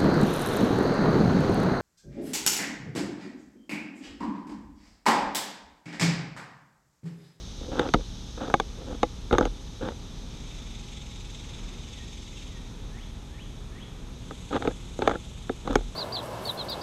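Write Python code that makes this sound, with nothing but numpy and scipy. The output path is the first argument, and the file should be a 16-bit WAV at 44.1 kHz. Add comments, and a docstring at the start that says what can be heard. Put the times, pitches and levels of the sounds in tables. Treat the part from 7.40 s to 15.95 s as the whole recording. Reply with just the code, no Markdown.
"""On a lawn, one microphone close to a rabbit gnawing a carrot stuck on a thin stalk. Far off, an air
conditioner, an engine and an insect chorus carry on throughout. For the first 2.5 s the teeth scrape and
the flesh snaps; each crack runs down the stalk as a bending wave and rings it. In the pause a nearer
insect rattles, and from 4.4 s a far bird whistles five times. At 6.7 s a second insect starts to sizzle,
and just after it the rabbit bites again."""
import sys
import numpy as np
from scipy import signal
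from scipy.fft import rfft, irfft, next_fast_len
from scipy.io import wavfile
from scipy.ndimage import uniform_filter1d, map_coordinates

SR = 44100
rng = np.random.default_rng(int(sys.argv[2]) if len(sys.argv) > 2 else 0)


def bounce(signal):
    """Save signal as a 16-bit WAV file at the path given by the first command-line argument."""
    frames = np.transpose(np.atleast_2d(signal))
    limited = np.clip(frames, -1, 1)
    pcm = np.round(limited * 32767).astype(np.int16)
    wavfile.write(sys.argv[1], SR, pcm)


N = 377055

# Levels in the tables are relative; each source applies its own gain.
# rumble of distant town and breeze, and hiss of the open air: (frequency [Hz], level per Hz [dB])
RUMBLE_BAND = [(12, -41), (20, -2), (43, 3), (82, -1.5), (240, -10), (303, -18), (353, -15.5), (606, -23.5),
               (824, -25), (1060, -25), (1310, -25), (1530, -29), (2000, -30.5), (2600, -29), (4400, -120)]
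HISS_BAND = [(1500, -12), (2000, -21), (2300, -7), (2900, -3), (3600, 2), (4660, -14), (5870, -17),
             (6500, -3.5), (7100, -8.5), (9200, -13), (10200, -21), (11000, -14), (12600, -22.5),
             (13800, -26), (14500, -50)]
# harmonics of the two far machines: (multiple of shaft speed, level [dB])
AIR_CONDITIONER = [(1, 3), (2, -6.5), (3, -18), (4, -9.5), (5, -62), (6, -13), (7, -12.5), (8, -16.5),
                   (9, -17.5), (10, -43), (11, -22), (12, -56), (13, -24.5), (14, -16), (15, -22.5),
                   (16, -20), (17, -29)]
ENGINE = [(1, 2), (2, -11), (3, -8.5), (4, -9.5), (5, -11.5), (6, -15), (7, -13), (8, -14.5), (9, -30),
          (10, -32)]
# loudness of the insect chorus all around: (time [s], level [dB])
CHORUS_LEVEL = [(0.0, -54), (0.95, -54), (1.32, -57.5), (4.7, -58), (4.93, -58), (5.47, -62), (6.44, -65),
                (6.7, -63)]
# spectra of the chorus and of the two nearer insects: (frequency [Hz], level per Hz [dB])
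CHORUS_BAND = [(1410, -57), (2400, -52), (2590, -16), (2950, -4.5), (3160, -1.5), (3460, 1.5), (3830, 3),
               (4000, 0.5), (4470, -5), (5240, -3), (6300, -0.5), (6700, -5.5), (7070, -20), (7600, -16),
               (9880, -39), (16700, -120)]
RATTLE_BAND = [(1600, -13), (2250, 2.5), (2700, 0.5), (3150, 1.5), (3700, 8.5), (4300, -12.5), (4800, -10),
               (5300, -3), (5800, -15), (6450, 4.5), (6900, -9), (7400, -2.5), (9000, -19.5), (10000, -18)]
SIZZLE_BAND = [(2000, -8), (2700, -6.5), (3600, -0.5), (4600, -16), (5600, -16), (6500, -5), (7100, -9.5),
               (8000, -9.5), (9800, -29), (11000, -14.5), (12200, -47)]
# the far bird's song: (time [s], level [dB], kind of whistle)
WHISTLES = [(4.39, -47, "falling"), (4.95, -46, "falling"), (5.5, -37.5, "rising"), (5.899, -39, "rising"),
            (6.3, -38.5, "rising")]
# its two kinds of whistle: (time into the note [s], pitch [Hz], level [dB])
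FALLING = [(0, 3280, -3), (0.05, 3050, -2), (0.12, 2260, -13), (0.18, 1980, -6), (0.23, 1830, -1)]
RISING = [(0, 1600, -19), (0.078, 1953, -7), (0.095, 2396, -8), (0.105, 2880, -5), (0.123, 3170, -3.5),
          (0.14, 3480, -3)]
# the stalk springs back: (time [s], level [dB])
SWAYS = [(0.542, -15.5), (1.926, -19), (2.025, -19), (7.273, -23), (8.296, -20.5), (8.354, -16.5)]
# strokes of the teeth through the flesh: (time [s], swell [s], ease [s], level [dB], brightness [dB])
STROKES = [(0.205, 0.11, 0.021, -37.5, -16), (0.314, 0.093, 0.096, -28, 0),
           (0.549, 0.0078, 0.061, -33, -13), (0.97, 0.075, 0.1, -32.5, 1.5),
           (1.364, 0.016, 0.076, -41.5, -26), (1.46, 0.026, 0.075, -32.5, -7),
           (1.916, 0.02, 0.044, -22, -4.5), (1.987, 0.038, 0.06, -26.5, -4.5),
           (2.405, 0.055, 0.06, -29, -2.5), (7.105, 0.042, 0.044, -24.5, 0.5),
           (7.192, 0.081, 0.045, -31.5, -5), (7.602, 0.11, 0.054, -31, 1.5),
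           (8.246, 0.048, 0.11, -29.5, -3)]
# spectra of scraped and of splitting flesh: (frequency [Hz], level per Hz [dB])
SCRAPE_BAND = [(70, 0), (120, -3.5), (160, -12.5), (210, -1), (280, 3.5), (380, -7), (520, 2.5), (630, -13),
               (820, -4.5), (1050, -15.5), (1280, -10), (1650, -15), (2000, -30.5), (2800, -26.5),
               (3600, -20.5), (4600, -41), (8000, -44)]
TEAR_BAND = [(100, -6), (2200, 4), (4000, -1.5), (5500, -14), (6400, 3), (7300, -18), (9500, -24.5),
             (12000, -27), (14000, -50)]
# modes of the carrot on its stalk: (frequency [Hz], level [dB], t60 [s])
STALK_MODES = [(101, -11, 0.047), (173, -11, 0.042), (265, -4, 0.058), (334.4, -6, 0.084), (428, 4, 0.025),
               (463, 1, 0.056), (545, -5, 0.035), (681, -5, 0.035), (824, -3, 0.041), (970, -6, 0.015),
               (1248, -8, 0.028), (1280, -1.5, 0.019), (1480, -2, 0.013), (2054, -22, 0.052),
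               (2186, -14.5, 0.023), (3010, -20.5, 0.012), (3567, -10, 0.019), (3890, -17, 0.0091),
               (4660, -18.5, 0.0071), (6250, -22.5, 0.0037)]
# clear cracks in the carrot, the last three columns relative to the ring:
# (time [s], ring [dB], low knock [dB], crispness [dB], sparkle [dB])
SNAPS = [(0.394, -27.5, 6.5, -4.5, -17), (0.488, -44, 12.5, 1, -17), (0.538, -20.5, -17, -10.5, -16),
         (0.543, -22, 5.5, -11, -30), (1.1, -34.5, 0, -22, -22), (1.14, -15.5, -5.5, -15, -25.5),
         (1.199, -24, -4, -9, -18), (1.63, -19.5, -0.5, -13, -25), (1.91, -30, 2.5, -16, -36),
         (1.927, -27, 10, -7, -21), (1.949, -29.5, 2.5, -14, -31), (1.983, -20.5, 2, -11.5, -15.5),
         (2.009, -26, 6, -25, -20), (2.053, -31, 3, -8.5, -13), (2.486, -36, 4, -8.5, -32),
         (6.909, -39.5, 1.5, -13, -27), (7.163, -31, 4, -10, -33), (7.223, -33.5, -19, -8, -23),
         (7.25, -37, 7, -15, -23), (7.274, -29.5, 7.5, -8, -25), (7.59, -42, 14.5, -20, -9.5),
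         (7.62, -27.5, 2.5, -9.5, -36), (7.675, -17.5, -1, -13, -26), (7.694, -30, 0, -13, -22),
         (7.712, -29.5, 0, -19, -32), (7.755, -35.5, 4.5, -21, -34), (8.094, -33.5, 9, -10.5, -42),
         (8.275, -30, -1, -16, -24), (8.33, -36, -10, -25, -15), (8.355, -21, 4.5, -9.5, -13)]


def amp(db):
    """Decibels to gain."""
    return 10 ** (np.asarray(db) / 20)


def unit(x):
    """Scale to rms 1."""
    return x / np.sqrt(np.mean(x ** 2) + 1e-20)


def curves(rows):
    """One value per sample for each column after the time."""
    times, *columns = np.transpose(rows)
    return [np.interp(np.arange(N) / SR, times, column) for column in columns]


def during(rows):
    """A soft gate, open from the first row's time to the last's."""
    t = np.arange(N) / SR
    return uniform_filter1d(1. * ((t > rows[0][0]) & (t < rows[-1][0])), size=400)


def wobble(knots_per_s):
    """A smooth random curve."""
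    knots = rng.standard_normal(int(N * knots_per_s / SR) + 4)
    return map_coordinates(knots, [np.arange(N) * knots_per_s / SR])


def filtered(x, response):
    """Filter x by a complex response of frequency."""
    size = next_fast_len(len(x) + 8192)
    return irfft(rfft(x, size) * response(np.fft.rfftfreq(size, 1 / SR)), size)[:len(x)]


def lowpass(x, edge_hz):
    """Roll off the treble without shifting phase."""
    return filtered(x, lambda hz: 1 / (1 + (hz / edge_hz) ** 8))


def coloured(x, band):
    """Shape x by (frequency [Hz], level [dB]) points, at rms 1."""
    band_hz, db = np.transpose(band)
    return unit(filtered(x, lambda hz: amp(np.interp(np.log(hz + 1), np.log(band_hz), db, -120, -120))))


def noise(band):
    """Coloured noise of rms 1."""
    return coloured(rng.standard_normal(N), band)


def add(track, start_s, sound):
    """Mix a sound into the track."""
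    part = track[max(round(start_s * SR), 0):][:len(sound)]
    part += sound[:len(part)]


def hum(shaft_hz, harmonics, drift, flutter_db):
    """A far machine: multiples of its shaft speed, each fading in and out on its way through the air."""
    angle = 2 * np.pi * np.cumsum(shaft_hz * (1 + drift * wobble(2))) / SR
    return unit(sum(amp(db + flutter_db * wobble(4)) * np.sin(k * angle + rng.uniform(0, 2 * np.pi))
                    for k, db in harmonics))


def neighbourhood(fade_db_per_s=0.1456):
    """Beyond the lawn, machine hum and rumble fade slightly under the steady hiss of the open air."""
    air_conditioner = amp(-47) * hum(59.2, AIR_CONDITIONER, drift=0.00057, flutter_db=1.5)
    engine = amp(-42.5) * hum(36.9, ENGINE, drift=0.00405, flutter_db=2)
    rumble = amp(-42 + 1.1 * wobble(2.805)) * noise(RUMBLE_BAND)
    fade = amp(-fade_db_per_s * np.arange(N) / SR)
    return fade * (air_conditioner + engine + rumble) + amp(-58) * noise(HISS_BAND)


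def insect_chorus():
    """Far insects all around blend into one smooth buzz."""
    level_db, = curves(CHORUS_LEVEL)
    return amp(level_db + 6 + 0.44 * wobble(14)) * noise(CHORUS_BAND)


def near_insect(band, start_s, stop_s, settled_hz, tiring_db_per_s, depth_db):
    """A nearer insect's buzz swells, tires and dies away; its pulses start in a hurry, then settle."""
    attack_s, release_s = 0.2, 0.13
    hurry, settle_s = 0.736, 0.32
    t = np.arange(N) / SR
    age, since_stop = np.maximum(t - start_s, 0), np.maximum(t - stop_s, 0)
    envelope = (1 - np.exp(-age / attack_s)) * np.exp(-since_stop / release_s)
    pulse_hz = settled_hz * (1 + hurry * np.exp(-age / settle_s)) * (t > start_s)
    pulse = np.cos(np.pi * np.cumsum(pulse_hz) / SR) ** 4
    buzz = unit(amp(depth_db * pulse + 0.96 * wobble(13)) * noise(band))
    return amp(-tiring_db_per_s * age) * envelope * buzz


def bird(echo_t60=0.6, echo_delay_s=0.025):
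    """Two falling and three rising whistles from far off, scattered by trees and houses."""
    song = np.zeros(N)
    for start, level_db, kind in WHISTLES:
        note = np.array(RISING if kind == "rising" else FALLING) + [start, 0, level_db]
        hz, db = curves(note)
        song += during(note) * amp(db + 2.2 * wobble(70)) * np.sin(2 * np.pi * np.cumsum(hz) / SR)
    t = np.arange(SR // 2) / SR
    tail = rng.standard_normal(len(t)) * amp(-60 * t / echo_t60) * (t > echo_delay_s)
    echo = signal.fftconvolve(song, tail / np.linalg.norm(tail))[:N]
    return song + amp(-2) * echo


def short_reflections(x, echo_db=-17, count=7):
    """The direct sound plus a few weak copies 2-16 ms later, giving a faint, steady comb colouring."""
    delays_s = rng.uniform(0.002, 0.016, count)
    return x + amp(echo_db) * sum(np.pad(x, (round(delay * SR), 0))[:N] for delay in delays_s)


def stalk_sway(sway_hz=40, t60=0.38, rise_s=0.0083):
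    """Let go, the loaded stalk swings with a low throb beside the microphone."""
    t = np.arange(SR // 2) / SR
    swing = amp(-60 * t / t60) * (1 - np.exp(-t / rise_s)) * np.sin(2 * np.pi * sway_hz * t)
    track = np.zeros(N)
    for start, db in SWAYS:
        add(track, start, amp(db - 2) * swing)
    return track


def jaw_pressure_db(age, swell_s, ease_s):
    """The jaw presses ever harder, then eases off."""
    return np.interp(age, [0, swell_s, swell_s + ease_s], [-8, 0, -10])


def teeth_scrape(cells_per_s=1900, spread_db=3, clump_db=2.5, grip_s=0.01):
    """Right at the microphone, cells burst in clumps as the teeth catch and slip through the flesh."""
    clumps = amp(clump_db * wobble(130))
    sizes = amp(spread_db * np.clip(rng.standard_normal(N), -2, 2)) * rng.choice([-1, 1], N)
    bursts = rng.random(N) < cells_per_s / SR
    rasp = coloured(bursts * sizes * clumps, SCRAPE_BAND)
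    dull = lowpass(rasp, 650)
    bright = rasp - dull
    track = np.zeros(N)
    for start, swell_s, ease_s, db, bright_db in STROKES:
        stroke = slice(round(start * SR), round((start + swell_s + ease_s) * SR))
        grit = unit(dull[stroke] + amp(bright_db) * bright[stroke])
        age = np.arange(len(grit)) / SR
        grip = np.minimum(np.minimum(age, age[::-1]) / grip_s, 1)  # the teeth catch and let go
        track[stroke] += amp(db + jaw_pressure_db(age, swell_s, ease_s)) * grip * grit
    return track


def crack(ring_db, knock_db, crisp_db, sparkle_db, tear_t60=0.021, travel_s_at_1khz=0.00098):
    """The flesh splits and rings the stalk; every bite grips it a little differently."""
    t = np.arange(SR // 8) / SR
    lead = SR // 200  # 5 ms ahead of the crack
    hz, db, t60 = np.transpose(STALK_MODES)[:, :, None]
    detune, strength, sign = rng.standard_normal((3, len(STALK_MODES), 1))
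    decays = np.sign(sign) * amp(db + 2 * strength - 60 * t / t60)
    modes = decays * np.sin(2 * np.pi * hz * (1 + 0.051 * detune) * t)
    burst = amp(-60 * t / tear_t60) * rng.standard_normal(len(t))
    tear = coloured(np.pad(burst, (lead, 0)), TEAR_BAND)
    ring = np.pad(modes.sum(0), (lead, 0)) + amp(-31) * tear
    # bending waves: the treble runs faster and arrives first
    ring = filtered(ring, lambda f: np.exp(-4j * np.pi * travel_s_at_1khz * np.sqrt(f * 1000)))
    low, mid, high = [lowpass(ring, edge_hz) for edge_hz in (650, 1900, 4800)]
    bands = [(low, knock_db), (mid - low, 0), (high - mid, crisp_db), (ring - high, sparkle_db)]
    attack = slice(lead, lead + SR // 100)  # each band's level holds for the first 10 ms
    return sum(amp(ring_db + band_db) * band / band[attack].std() for band, band_db in bands)


def crackles(cracks_per_s=21, offset_db=-11.5, spread_db=2.5):
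    """Small cracks come by chance during the strokes, stronger as the teeth press harder."""
    track = np.zeros(N)
    for start, swell_s, ease_s, stroke_db, _ in STROKES:
        length_s = swell_s + ease_s
        for age in rng.uniform(0, length_s, round(length_s * cracks_per_s)):
            scrape_db = stroke_db + jaw_pressure_db(age, swell_s, ease_s)
            ring_db = scrape_db + offset_db + spread_db * rng.standard_normal()
            add(track, start + age, crack(ring_db, knock_db=6, crisp_db=-9, sparkle_db=-24))
    return track


def carrot_snaps():
    """Closest and loudest, the carrot breaks under the incisors."""
    track = np.zeros(N)
    for start, *levels_db in SNAPS:
        add(track, start - 0.005, crack(*levels_db))  # early by the crack's 5 ms lead
    return track


def scene():
    """Mono, from one spot on the lawn: the rabbit up close and dry, the garden behind."""
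    chorus = insect_chorus()
    rattle = amp(-47.5) * near_insect(RATTLE_BAND, start_s=2.851, stop_s=5.06, settled_hz=20.33,
                                      tiring_db_per_s=0.3, depth_db=9)
    sizzle = amp(-47) * near_insect(SIZZLE_BAND, start_s=6.742, stop_s=8.55, settled_hz=21.74,
                                    tiring_db_per_s=3.5, depth_db=5)
    wildlife = chorus + rattle + sizzle + amp(-6.5) * bird()
    garden = amp(-2) * short_reflections(wildlife) + neighbourhood()
    rabbit = carrot_snaps() + teeth_scrape() + stalk_sway() + crackles()
    return (garden + rabbit)[None]


def record(dry):
    """The camera behind the microphone keeps nothing above 14.3 kHz."""
    return np.array([filtered(channel, lambda hz: hz < 14300) for channel in dry])


dry = scene()
out = record(dry)
bounce(out)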